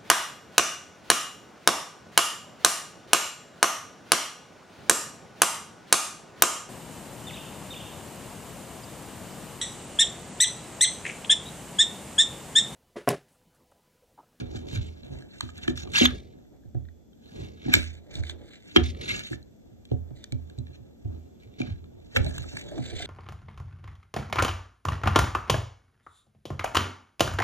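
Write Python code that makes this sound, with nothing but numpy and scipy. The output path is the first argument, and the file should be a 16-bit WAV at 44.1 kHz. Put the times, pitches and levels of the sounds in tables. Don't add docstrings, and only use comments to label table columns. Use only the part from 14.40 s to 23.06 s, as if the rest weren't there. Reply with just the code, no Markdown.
import sys
import numpy as np
from scipy import signal
from scipy.fft import rfft, irfft, next_fast_len
from scipy.io import wavfile
from scipy.ndimage import uniform_filter1d

SR = 44100
rng = np.random.default_rng(int(sys.argv[2]) if len(sys.argv) > 2 else 0)


def to_wav(s):
    ch = np.atleast_2d(s).T
    pcm = np.round(np.clip(ch, -1, 1) * 32767)
    wavfile.write(sys.argv[1], SR, pcm.astype(np.int16))


def gain_from_db(level_db):
    decades = np.asarray(level_db, float) / 20
    return 10 ** decades


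N = 381906
T = np.arange(N) / SR

# centre_hz, width_hz, level_db
PLATE_MODES = [(1670, 250, 1.5), (2080, 60, -11.5), (2350, 90, -2.5), (2776, 28, -2), (3140, 49, -3.5),
               (3635, 200, -3.5), (4100, 660, -9.5), (3980, 590, -14), (5813, 330, -9), (6160, 58, -11),
               (6780, 440, -9), (7565, 230, -7.5), (8600, 270, -18.5)]
# time_s, tremble_db
HAND_EFFORT = [(0, -49), (.6, -55), (.8, -50.5), (.95, -64.5), (1.4, -45.5), (1.9, -59.5), (2.7, -73.5),
               (3.0, -52.5), (3.5, -64), (3.83, -48), (4.2, -64), (4.6, -46), (4.92, -60), (5.1, -64),
               (6.3, -59.5), (7.6, -61.5), (7.8, -53), (8.66, -48)]
# start_s, jolt_db, bounce_hz, knock_hz, knock_db
PLATE_THUMPS = [(0.009, -32, 115.1, 530, -39.5), (0.146, -31.5, 105, 398, -39),
                (1.029, -32.5, 107.2, 250, -39.5), (1.278, -32, 90.5, 326.5, -25),
                (1.319, -38.5, 141.3, 325.5, -52), (1.61, -30, 106.2, 296.2, -18),
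                (1.629, -27, 86.1, 250, -31), (3.256, -33.5, 123.7, 303.6, -34),
                (3.28, -32.5, 130.4, 282.3, -30), (3.342, -25, 98.5, 217.4, -27),
                (3.362, -21.5, 83.5, 268, -28.5), (4.36, -30, 136, 345, -14.5),
                (4.373, -23.5, 84.9, 206, -23.5), (4.908, -31.5, 121.7, 316, -35),
                (5.515, -18.5, 114.5, 237.6, -27), (7.179, -43, 129, 410, -49),
                (7.201, -32.5, 120, 260, -27), (7.746, -39, 110, 470, -38.5),
                (7.761, -30, 94.6, 526, -27.5), (7.771, -21, 94.5, 300, -33.5),
                (7.846, -40.5, 81, 620, -40), (7.861, -35, 69, 613, -37.5),
                (8.374, -43.5, 120.5, 670, -38.5), (7.987, -32.5, 109, 580, -55),
                (8.316, -46, 74.4, 620, -39.5), (8.384, -27.5, 125.5, 230, -34),
                (8.525, -30, 102.4, 482, -53), (8.598, -37, 104, 690, -40.5)]
# start_s, jolt_db, bounce_hz
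MEAT_PUSHES = [(0.7, -38, 124.4), (1.343, -35.5, 105.8), (7.284, -34, 98), (1.658, -30.5, 78.9),
               (2.251, -40, 112), (2.347, -22.5, 114.7), (4.411, -21.5, 80), (4.469, -33, 94.9),
               (5.311, -44.5, 112), (5.708, -32.5, 119.2), (5.924, -22.5, 112.4), (6.18, -27, 115),
               (6.398, -41, 114.6), (6.649, -24.5, 100.3), (7.06, -46, 114.1), (7.543, -49, 103),
               (7.798, -20, 90.3), (7.841, -30.5, 75), (7.904, -48, 107)]
# start_s, peak_db, pitch_hz, length_s
BLADE_LEANS = [
    (0.332, -19.5, 100.8, 0.079),
    (2.976, -34, 105, 0.066),
    (3.754, -22.5, 89.2, .075),
    (7.272, -25.5, 93.2, 0.072),
]
ALL_JOLTS = PLATE_THUMPS + MEAT_PUSHES + BLADE_LEANS


def level(x, db):
    return x * gain_from_db(db) / np.sqrt(np.mean(x ** 2))


def log_grid():
    size = next_fast_len(N)
    return size, np.log(np.arange(size // 2 + 1) * SR / size + 1)


def shape(x, table, extra=1):
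    size, log_hz = log_grid()
    at_hz, db = np.transpose(table)
    gain = gain_from_db(np.interp(log_hz, np.log(at_hz + 1), db))
    return irfft(rfft(x, size) * gain * extra, size)[..., :N]


def ring(x, hz, t60_s):
    pole = np.exp(2j * np.pi * hz / SR - np.log(1000) / (t60_s * SR))
    return signal.lfilter([1], [1, -pole], x).imag


def body(x, peaks, sharp=0.67):
    total = 0
    for hz, width_hz, db in peaks:
        t60_s = sharp * np.log(1000) / (np.pi * width_hz)
        total = total + gain_from_db(db) * np.pi * width_hz / sharp / SR * ring(x, hz, t60_s)
    return total


def split(x, hz, kind):
    return signal.sosfilt(signal.butter(4, hz, kind, fs=SR, output="sos"), x)


def walk(rate_hz):
    hold = int(SR / rate_hz)
    steps = np.repeat(rng.standard_normal(N // hold + 1), hold)
    return 1.2 * uniform_filter1d(steps, hold)[:N]


def add(track, start_s, x):
    i = max(int(start_s * SR), 0)
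    track[..., i:i + x.shape[-1]] += x[..., :N - i]


def ports(x):
    # pitch_hz, left_lead_rad
    port_phase = [(25, 0), (75, -1.9), (125, -.7), (200, -1.7), (310, -3.5), (420, -3.1), (780, -5),
                  (1150, -6), (1750, -4.3), (2700, -2.2), (3700, -3.1), (4900, -3.1), (5600, -1.1),
                  (7200, .7), (9000, 2.6), (12500, 6.3)]
    # pitch_hz, left_over_right_db
    port_balance = [(60, -5), (120, -7), (180, 0), (700, -.5), (1200, -4), (2400, .5), (4900, -1),
                    (6300, -8), (8000, 0), (15000, 0)]
    _, log_hz = log_grid()
    at_hz, lead_rad = np.transpose(port_phase)
    lead_rad = np.interp(log_hz, np.log(at_hz), lead_rad)
    lift = 1 / np.sqrt(np.cos(lead_rad / 2) ** 2 + 0.2)
    pair = []
    for side in (1, -1):
        balance = [(hz, side * db / 2) for hz, db in port_balance]
        pair.append(shape(x, balance, lift * np.exp(0.5j * side * lead_rad)))
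    return np.array(pair)


def wander(pair):
    drift_rad = 0.35 * walk(3)
    turn = np.exp(1j * drift_rad * np.array([[1], [-1]]))
    return (signal.hilbert(pair, next_fast_len(N))[:, :N] * turn).real


def kitchen():
    # pitch_hz, density_db_per_hz
    hum_colour = [(15, -35.5), (25, -18), (66, -0.5), (161, -7), (216, 0), (747, -21.5), (1030, -32),
                  (2580, -39), (3470, -38.5), (4670, -39.5), (6290, -35), (8010, -37), (10500, -81),
                  (13000, -32), (15700, -67)]
    floor_db, whine_hz, whine_db = -58.5, 3420, -88
    noise = shape(rng.standard_normal((3, N)) * gain_from_db(0.75 * walk(4.2)), hum_colour)
    whine_gain = gain_from_db(whine_db + 2 + 1.5 * walk(5.9))
    whine = whine_gain * np.sin(2 * np.pi * whine_hz * T + 0.6 * walk(20))
    return level(0.053 * ports(noise[0]) + noise[1:], floor_db + 2.5) + whine


def strokes():
    # middle_s, length_s, level_db, brightness_db
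    saw_strokes = [(0.03, 0.39, -71, -26), (0.162, 0.34, -66, 5), (0.396, 0.53, -64.5, 3.5),
                   (0.746, 0.65, -66, 0), (0.954, 0.12, -64, -19), (1.02, 0.37, -62.5, 4.5),
                   (1.179, 0.123, -54.5, -3.5), (1.293, 0.091, -52, 3), (1.549, 0.2, -59.5, 11),
                   (1.705, 0.33, -60, 6), (2.894, 0.42, -72, 6.5), (3.02, 0.43, -61.5, -0.5),
                   (3.29, 0.35, -50, -8), (3.72, 0.086, -62.5, -3.5), (4.112, 0.42, -63, -1.5),
                   (4.302, 0.32, -63, 0.5), (4.395, 0.091, -51, -3), (4.636, 0.45, -65.5, -2.5),
                   (4.752, 0.53, -56.5, -1.5), (4.917, 0.11, -60, -9), (5.503, 0.2, -76.5, -4.5),
                   (6, 1, -93, 2.5), (6.299, 0.27, -74, -6), (6.73, 0.17, -70.5, -30),
                   (7.018, 0.14, -71, -4), (7.249, 0.38, -57, -16.5), (7.913, 0.81, -60.5, 6.5),
                   (8.112, 0.2, -71, 11.5), (8.24, 0.52, -71, 8), (8.483, 0.54, -62, 7.5)]
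    rest_db = -22.5
    rest = gain_from_db(rest_db + np.interp(T, *np.transpose(HAND_EFFORT)))
    low, high = rest * np.ones((2, 1))
    for middle_s, length_s, db, bright_db in saw_strokes:
        steepness = np.where(T < middle_s, 7.0, 5.0)
        swell = 1 / np.cosh((T - middle_s) / length_s * steepness) ** 2
        low += gain_from_db(db) * swell
        high += gain_from_db(db + bright_db) * swell
    return low, high


def skids(low, high):
    # start_s, end_s, first_db, last_db,
    # squeak_hz
    blade_skids = [(0, 0.025, -36.5, -66.5, 1500), (0.144, 0.174, -73, -61.5, 3540),
                   (0.272, 0.368, -71, -50.5, 3640), (1.213, 1.246, -66, -48.5, 1760),
                   (1.357, 1.436, -54.5, -59, 5670), (1.532, 1.57, -43, -32.5, 2230),
                   (1.568, 1.657, -36, -36, 3900), (3.318, 3.348, -60, -30, 4100),
                   (3.356, 3.584, -45, -72.5, 2400), (3.729, 3.797, -61, -60, 5550),
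                   (3.828, 3.911, -67.5, -55.5, 3660), (4.347, 4.362, -49.5, -43, 2330),
                   (4.429, 4.505, -54.5, -56, 5650), (4.607, 4.671, -51.5, -56.5, 3730),
                   (4.674, 4.718, -45, -43, 2182), (4.729, 4.812, -46, -54.5, 2230),
                   (4.829, 4.944, -59, -65.5, 6960), (5.517, 5.542, -62, -78.5, 1640),
                   (5.75, 5.838, -75, -82.5, 3920), (6.324, 6.352, -76.5, -65.5, 2400),
                   (7.186, 7.236, -59, -69, 2327), (7.703, 7.77, -76, -56, 1770),
                   (7.754, 7.802, -35.5, -64, 1500), (8.127, 8.217, -60, -60, 2380),
                   (8.418, 8.536, -60.5, -69.5, 2500), (8.565, 8.668, -60.5, -51.5, 2980)]
    attack_s, release_s = 0.0094, 0.008
    squeak_width_hz, squeak_db = 160, -3
    bright_db, bright_db_per_octave = 3, 2.5
    dulling = 0.05
    low, high = low.copy(), high.copy()
    squeaks = np.zeros(N)
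    chatter = rng.standard_normal(N) * gain_from_db(3.5 * walk(90) + 3 * walk(25))
    for start_s, end_s, first_db, last_db, hz in blade_skids:
        inside = (T >= start_s) & (T < end_s + 4 * release_s)
        t = T[inside]
        gain = gain_from_db(np.interp(t, [start_s, end_s], [first_db, last_db]))
        gain *= np.clip((t - start_s) / attack_s, 0, 1)
        gain *= np.exp(-np.maximum(t - end_s, 0) / release_s)
        pressure_db = max(first_db, last_db) + 50.5
        treble_db = bright_db + bright_db_per_octave * np.log2(hz / 3000) - dulling * pressure_db
        low[inside] += gain
        high[inside] += gain * gain_from_db(treble_db)
        squeak = body(np.pad(chatter[inside] * gain, (0, 1000)), [(hz, squeak_width_hz, 0)])
        match = np.sqrt(np.sum(gain ** 2) / np.sum(squeak ** 2))
        add(squeaks, start_s, gain_from_db(squeak_db) * squeak * match)
    return uniform_filter1d(low, size=450), uniform_filter1d(high, size=450), squeaks


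def scrape(low, high, squeaks):
    # pitch_hz, density_db_per_hz
    scrape_colour = [(410, -30.5), (700, -2.5), (1020, -25.5), (1590, -36), (1860, 1.5), (2710, -7),
                     (2930, -9), (3380, -11.5), (4560, -2.5), (5060, -14.5), (6740, -8.5), (8860, -8.5),
                     (9970, -71.5), (12000, -12.5), (15700, -63.5)]
    slip_db = 2.5 * rng.exponential(size=N) + 2.8 * walk(180) + 1.0 * walk(35)
    slips = rng.standard_normal(N) * gain_from_db(slip_db)
    modes = sum(body(slips * gain_from_db(3.5 * walk(40)), [mode], sharp=1.5) for mode in PLATE_MODES)
    sound = split(level(shape(slips, scrape_colour), 0) + level(modes, 2.5), 1150, "high")
    dull = level(split(sound, 4800, "low"), 0)
    bright = level(split(sound, 2900, "high"), 0)
    return low * dull + high * bright + squeaks


def hands(sawing):
    # centre_hz, width_hz, level_db
    worktop_modes = [(57, 4.5, -1.5), (92, 25, -5), (112, 58, 11)]
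    # centre_hz, width_hz, level_db
    creak_modes = [(229, 80, -6.5), (320, 150, 7), (427, 97, -7.5), (580, 94, -1.5)]
    rumble_db, creak_db, stroke_shake_db = -1.5, -2, 0.5
    aftershake_db, aftershake_s = -18.5, 0.06
    shake = rng.standard_normal((2, N)) * gain_from_db(3.0 * walk(25))
    effort = gain_from_db(np.interp(T, *np.transpose(HAND_EFFORT))) + gain_from_db(stroke_shake_db) * sawing
    rumble = gain_from_db(rumble_db) * effort
    for start_s, db, *_ in ALL_JOLTS:
        add(rumble, start_s, gain_from_db(db + aftershake_db) * np.exp(-T[:SR] / aftershake_s))
    creak = gain_from_db(creak_db) * effort * level(body(shake[1], creak_modes), 0.42)
    return rumble * level(body(shake[0], worktop_modes), 0.13) + creak


def thumps():
    # pitch_hz, level_db, t60_s
    knock_modes = [(250, 1, 0.21), (317, 4.5, 0.042), (345, -0.5, 0.029), (450, -6.5, 0.019),
                   (583, 4, 0.015), (713, -7.5, 0.09)]
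    # pitch_hz, level_db, t60_s
    slab_modes = [(79.97, 2.5, 0.52), (48, -6, 0.52)]
    push_knock_hz, push_knock_db, slab_db = 237, -16.5, -7.5
    out, t = np.zeros(N), T[:16000]
    pushes = [(s, db, hz, push_knock_hz, db + push_knock_db) for s, db, hz in MEAT_PUSHES]
    jolts = PLATE_THUMPS + pushes
    chance = rng.standard_normal((len(jolts), 1000))
    for (start_s, db, hz, knock_hz, knock_db), row in zip(jolts, chance):
        bounce = t / 0.01 * np.exp(1 - t / 0.0095) * np.sin(2 * np.pi * hz * t)
        slab_push = bounce * np.exp(-t / 0.012)
        slab = sum(gain_from_db(g) * ring(slab_push, f, t60_s) for f, g, t60_s in slab_modes)
        add(out, start_s, gain_from_db(db) * (bounce + gain_from_db(slab_db) * slab / np.abs(slab).max()))
        rock = np.zeros(len(t))
        rock[:1000] = row * t[:1000] * np.exp(-t[:1000] / 0.0025)
        modes = knock_modes + [(knock_hz, 9, 0.05)]
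        knocks = sum(gain_from_db(g) * ring(rock, f, t60_s) for f, g, t60_s in modes)
        knocks = split(split(knocks, 400 + 1.0 * knock_hz, "low"), 230, "high")
        add(out, start_s, gain_from_db(knock_db + 5.0) * knocks / np.abs(knocks).max())
    for start_s, db, hz, length_s in BLADE_LEANS:
        swell = np.sin(np.pi * np.clip(t / length_s, 0, 1) ** 1.8) ** 2 * np.sin(2 * np.pi * hz * t)
        hum = ring(swell, slab_modes[0][0], slab_modes[0][2])
        add(out, start_s, gain_from_db(db) * (swell + 0.3 * hum / np.abs(hum).max()))
    return split(out, 1200, "low")


def sway():
    sway_db, sway_s, sway_hz = -25, 0.1, 42
    after = np.zeros(N)
    for start_s, db, *_ in ALL_JOLTS:
        add(after, start_s, gain_from_db(db + sway_db) * np.exp(-T[:SR] / sway_s))
    return after * level(split(rng.standard_normal((2, N)), sway_hz, "low"), 0)


def ticks():
    # start_s, peak_db, brightness_db, strongest_mode_hz
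    light_ticks = [(0.1576, -45, -7, 3560), (0.312, -45.5, -7, 1760), (0.633, -48, -21, 4040),
                   (0.822, -47, -6, 1700), (1.0899, -38, -43, 1240), (1.178, -52, 12, 1810),
                   (1.4204, -51.5, -16, 4000), (1.4728, -42.5, -12.5, 1160), (1.934, -58, -25, 1690),
                   (1.985, -63, -20, 1700), (2.05, -65, -25, 1900), (2.235, -65, -20, 1640),
                   (2.348, -60, -31, 1650), (2.452, -59, -35, 1860), (2.4855, -53, -40, 1900),
                   (2.731, -60, -20, 3200), (3.2524, -43, -16.5, 1720), (3.2914, -45, -3, 1750),
                   (3.7532, -44, 10.5, 3710), (3.835, -35.5, -12, 2220), (4.5473, -44, -25.5, 1310),
                   (5.027, -73, 20, 4050), (5.452, -54, 5, 3330), (5.5145, -49.5, -19, 1403),
                   (5.8401, -43.5, 9.5, 1860), (5.9217, -41.5, 7, 2284), (6.098, -51, -2, 1686),
                   (6.186, -65.5, 22, 4000), (6.2682, -51, -18, 1730), (7.441, -52, -28.5, 1356),
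                   (7.8446, -48, 11, 3600), (8.0411, -41, -30, 1290), (8.192, -51, 8.5, 2370)]
    # start_s, peak_db, brightness_db, strongest_mode_hz, ring_db
    hard_chops = [(1.0071, -24, -2, 1670, 1.5), (1.278, -22.5, -12, 1720, 11), (1.2795, -30, -6, 3124, 2),
                  (1.3743, -32.5, -2.5, 1692, 2), (1.5828, -17, -1, 1670, 8),
                  (1.6541, -10.5, -8.5, 1663, -4.5), (3.3335, -24, -8.5, 2303, -7),
                  (3.3377, -5.5, -6, 2266, -6), (3.8955, -32.5, -2.5, 3520, 5),
                  (4.361, -7, -22, 3274, -5.5), (4.3624, -12, -23.5, 1670, -13),
                  (4.3684, -12, -21.5, 2080, 4), (4.6972, -32.5, -14, 2050, -0.5),
                  (4.9295, -30.5, -20, 1750, 14.5), (7.215, -30, -11.5, 2360, 14),
                  (7.7615, -14, -30, 1760, -6), (7.7678, -21, -4.5, 1350, -5), (7.863, -37, -2, 4030, 1),
                  (7.9805, -33, 2, 1720, 2), (8.1678, -38.5, -7, 1660, -1), (8.169, -30, -4, 2320, 6),
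                  (8.3134, -48, -4, 1670, -6), (8.3793, -41, -14, 1190, -5)]
    tick_ring_db = 4.5
    out, t = np.zeros(N), T[:2500]
    hits = hard_chops + [(*tick, tick_ring_db) for tick in light_ticks]
    chance = rng.standard_normal((len(hits), len(t) + len(PLATE_MODES)))
    for (start_s, db, bright_db, spot_hz, ring_db), row in zip(hits, chance):
        rattle = row[:len(t)] * t * np.exp(-t / 0.00089)
        spot = [(hz, w, g + 1.5 * c) for (hz, w, g), c in zip(PLATE_MODES, row[len(t):])]
        rings = body(rattle, spot + [(spot_hz, 90, 9)], sharp=0.95)
        contact = split(rattle, 1250, "high") / np.abs(rattle).max()
        both = contact + gain_from_db(ring_db + 5) * rings / np.abs(rings).max()
        dull = split(split(both, 3900, "low"), 1000, "high")
        bright = split(split(both, 4700, "high"), 13000, "low")
        bright = bright + 0.12 * split(split(both, 7700, "high"), 7900, "low")
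        hit = dull / np.abs(dull).max() + gain_from_db(bright_db) * bright / np.abs(bright).max()
        add(out, start_s, gain_from_db(db) * hit)
    return out


def sings():
    # middle_s, length_s, peak_db, pitch_hz
    sung_modes = [(1.19, .06, -52, 1700), (1.247, 0.054, -44, 1700), (1.236, .03, -51, 2740),
                  (1.423, .02, -44, 5750), (1.552, .014, -23.5, 1600), (1.553, .01, -21, 2745),
                  (1.559, .014, -17.5, 2760), (1.558, .014, -26.5, 5670), (1.588, .01, -24.5, 6530),
                  (1.586, 0.0093, -25.5, 4620), (1.603, .024, -22.5, 3470), (1.612, 0.037, -27, 6500),
                  (1.621, .014, -24, 3070), (1.622, .06, -26, 2760), (1.62, .02, -29.5, 5600),
                  (1.626, 0.046, -25.5, 1602), (1.641, .03, -26.5, 6560), (1.645, .024, -24.5, 1599),
                  (1.646, .01, -30.5, 7260), (1.658, 0.017, -15, 3460), (1.663, 0.035, -30.5, 6510),
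                  (3.327, .03, -30, 2320), (3.354, 0.022, -29, 2320), (3.4, 0.064, -40.5, 3950),
                  (4.37, 0.011, -18.5, 3180), (4.638, 0.034, -42.5, 2730), (4.64, .03, -45, 1600),
                  (4.702, .02, -31, 2740), (4.705, .04, -29.5, 2120), (4.693, .04, -34, 3680),
                  (4.715, .02, -48, 6700), (4.747, .03, -37, 1680), (4.75, 0.023, -35, 2750),
                  (4.755, .04, -44, 6830), (4.81, 0.022, -47, 2800), (4.848, .05, -61, 6750),
                  (4.855, .04, -42, 3760), (7.73, 0.027, -55, 1710), (7.768, .014, -22, 2250),
                  (7.871, .03, -41, 2290), (7.876, 0.031, -45, 4030), (7.931, .04, -59, 1720),
                  (8.213, .025, -44, 2310), (8.2, 0.052, -55, 6740), (8.287, 0.069, -51.5, 3400),
                  (8.288, .03, -51, 6740), (8.382, 0.022, -52, 2260), (8.466, 0.041, -52, 6700),
                  (8.643, 0.026, -55, 3730), (8.608, 0.035, -48, 1490)]
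    width_hz = 70
    out, t = np.zeros(N), T[:6000]
    chance = rng.standard_normal((len(sung_modes), len(t)))
    for (middle_s, length_s, db, hz), row in zip(sung_modes, chance):
        swell = np.sin(np.pi * np.clip(t / length_s, 0, 1)) ** 2
        tone = body(swell * row, [(hz, width_hz, 0)])
        add(out, middle_s - length_s / 2, gain_from_db(db) * tone / np.abs(tone).max())
    return out


def room_tail():
    t60_s, tail_db, damping_hz = 0.22, -16.5, 7000
    echo_s, onset_s = 0.011, 0.0036
    t = T[:16000]
    tail = rng.standard_normal((2, len(t))) * np.exp(-np.log(1000) * t / t60_s)
    tail *= np.clip((t - echo_s) / onset_s, 0, 1)
    tail = split(tail, damping_hz, "low") + 0.45 * tail
    return tail * gain_from_db(tail_db) / np.sqrt(np.sum(tail ** 2) / 2)


def scene():
    low, high = strokes()
    plate = scrape(*skids(low, high)) + ticks() + sings()
    tail = room_tail()
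    solid = thumps() + hands(low)
    room = signal.fftconvolve((plate + 2.15 * solid)[None], tail, axes=1)[:, :N]
    return wander(ports(plate + solid)) + room + kitchen() + sway()


def band_limit(x):
    return signal.sosfilt(signal.butter(12, 15870, fs=SR, output="sos"), x)


def record(dry):
    # pitch_hz, gain_db
    mic_colour = [(880, 0), (1040, -5), (1230, 0), (9000, 0), (9400, -24), (10900, -24), (11400, 0),
                  (13700, 0), (15200, -24)]
    coloured = shape(split(dry, 38, "high"), mic_colour)
    mix = np.tanh(0.82 * coloured) / 0.76
    return band_limit(mix)


dry = scene()
out = record(dry)
to_wav(out)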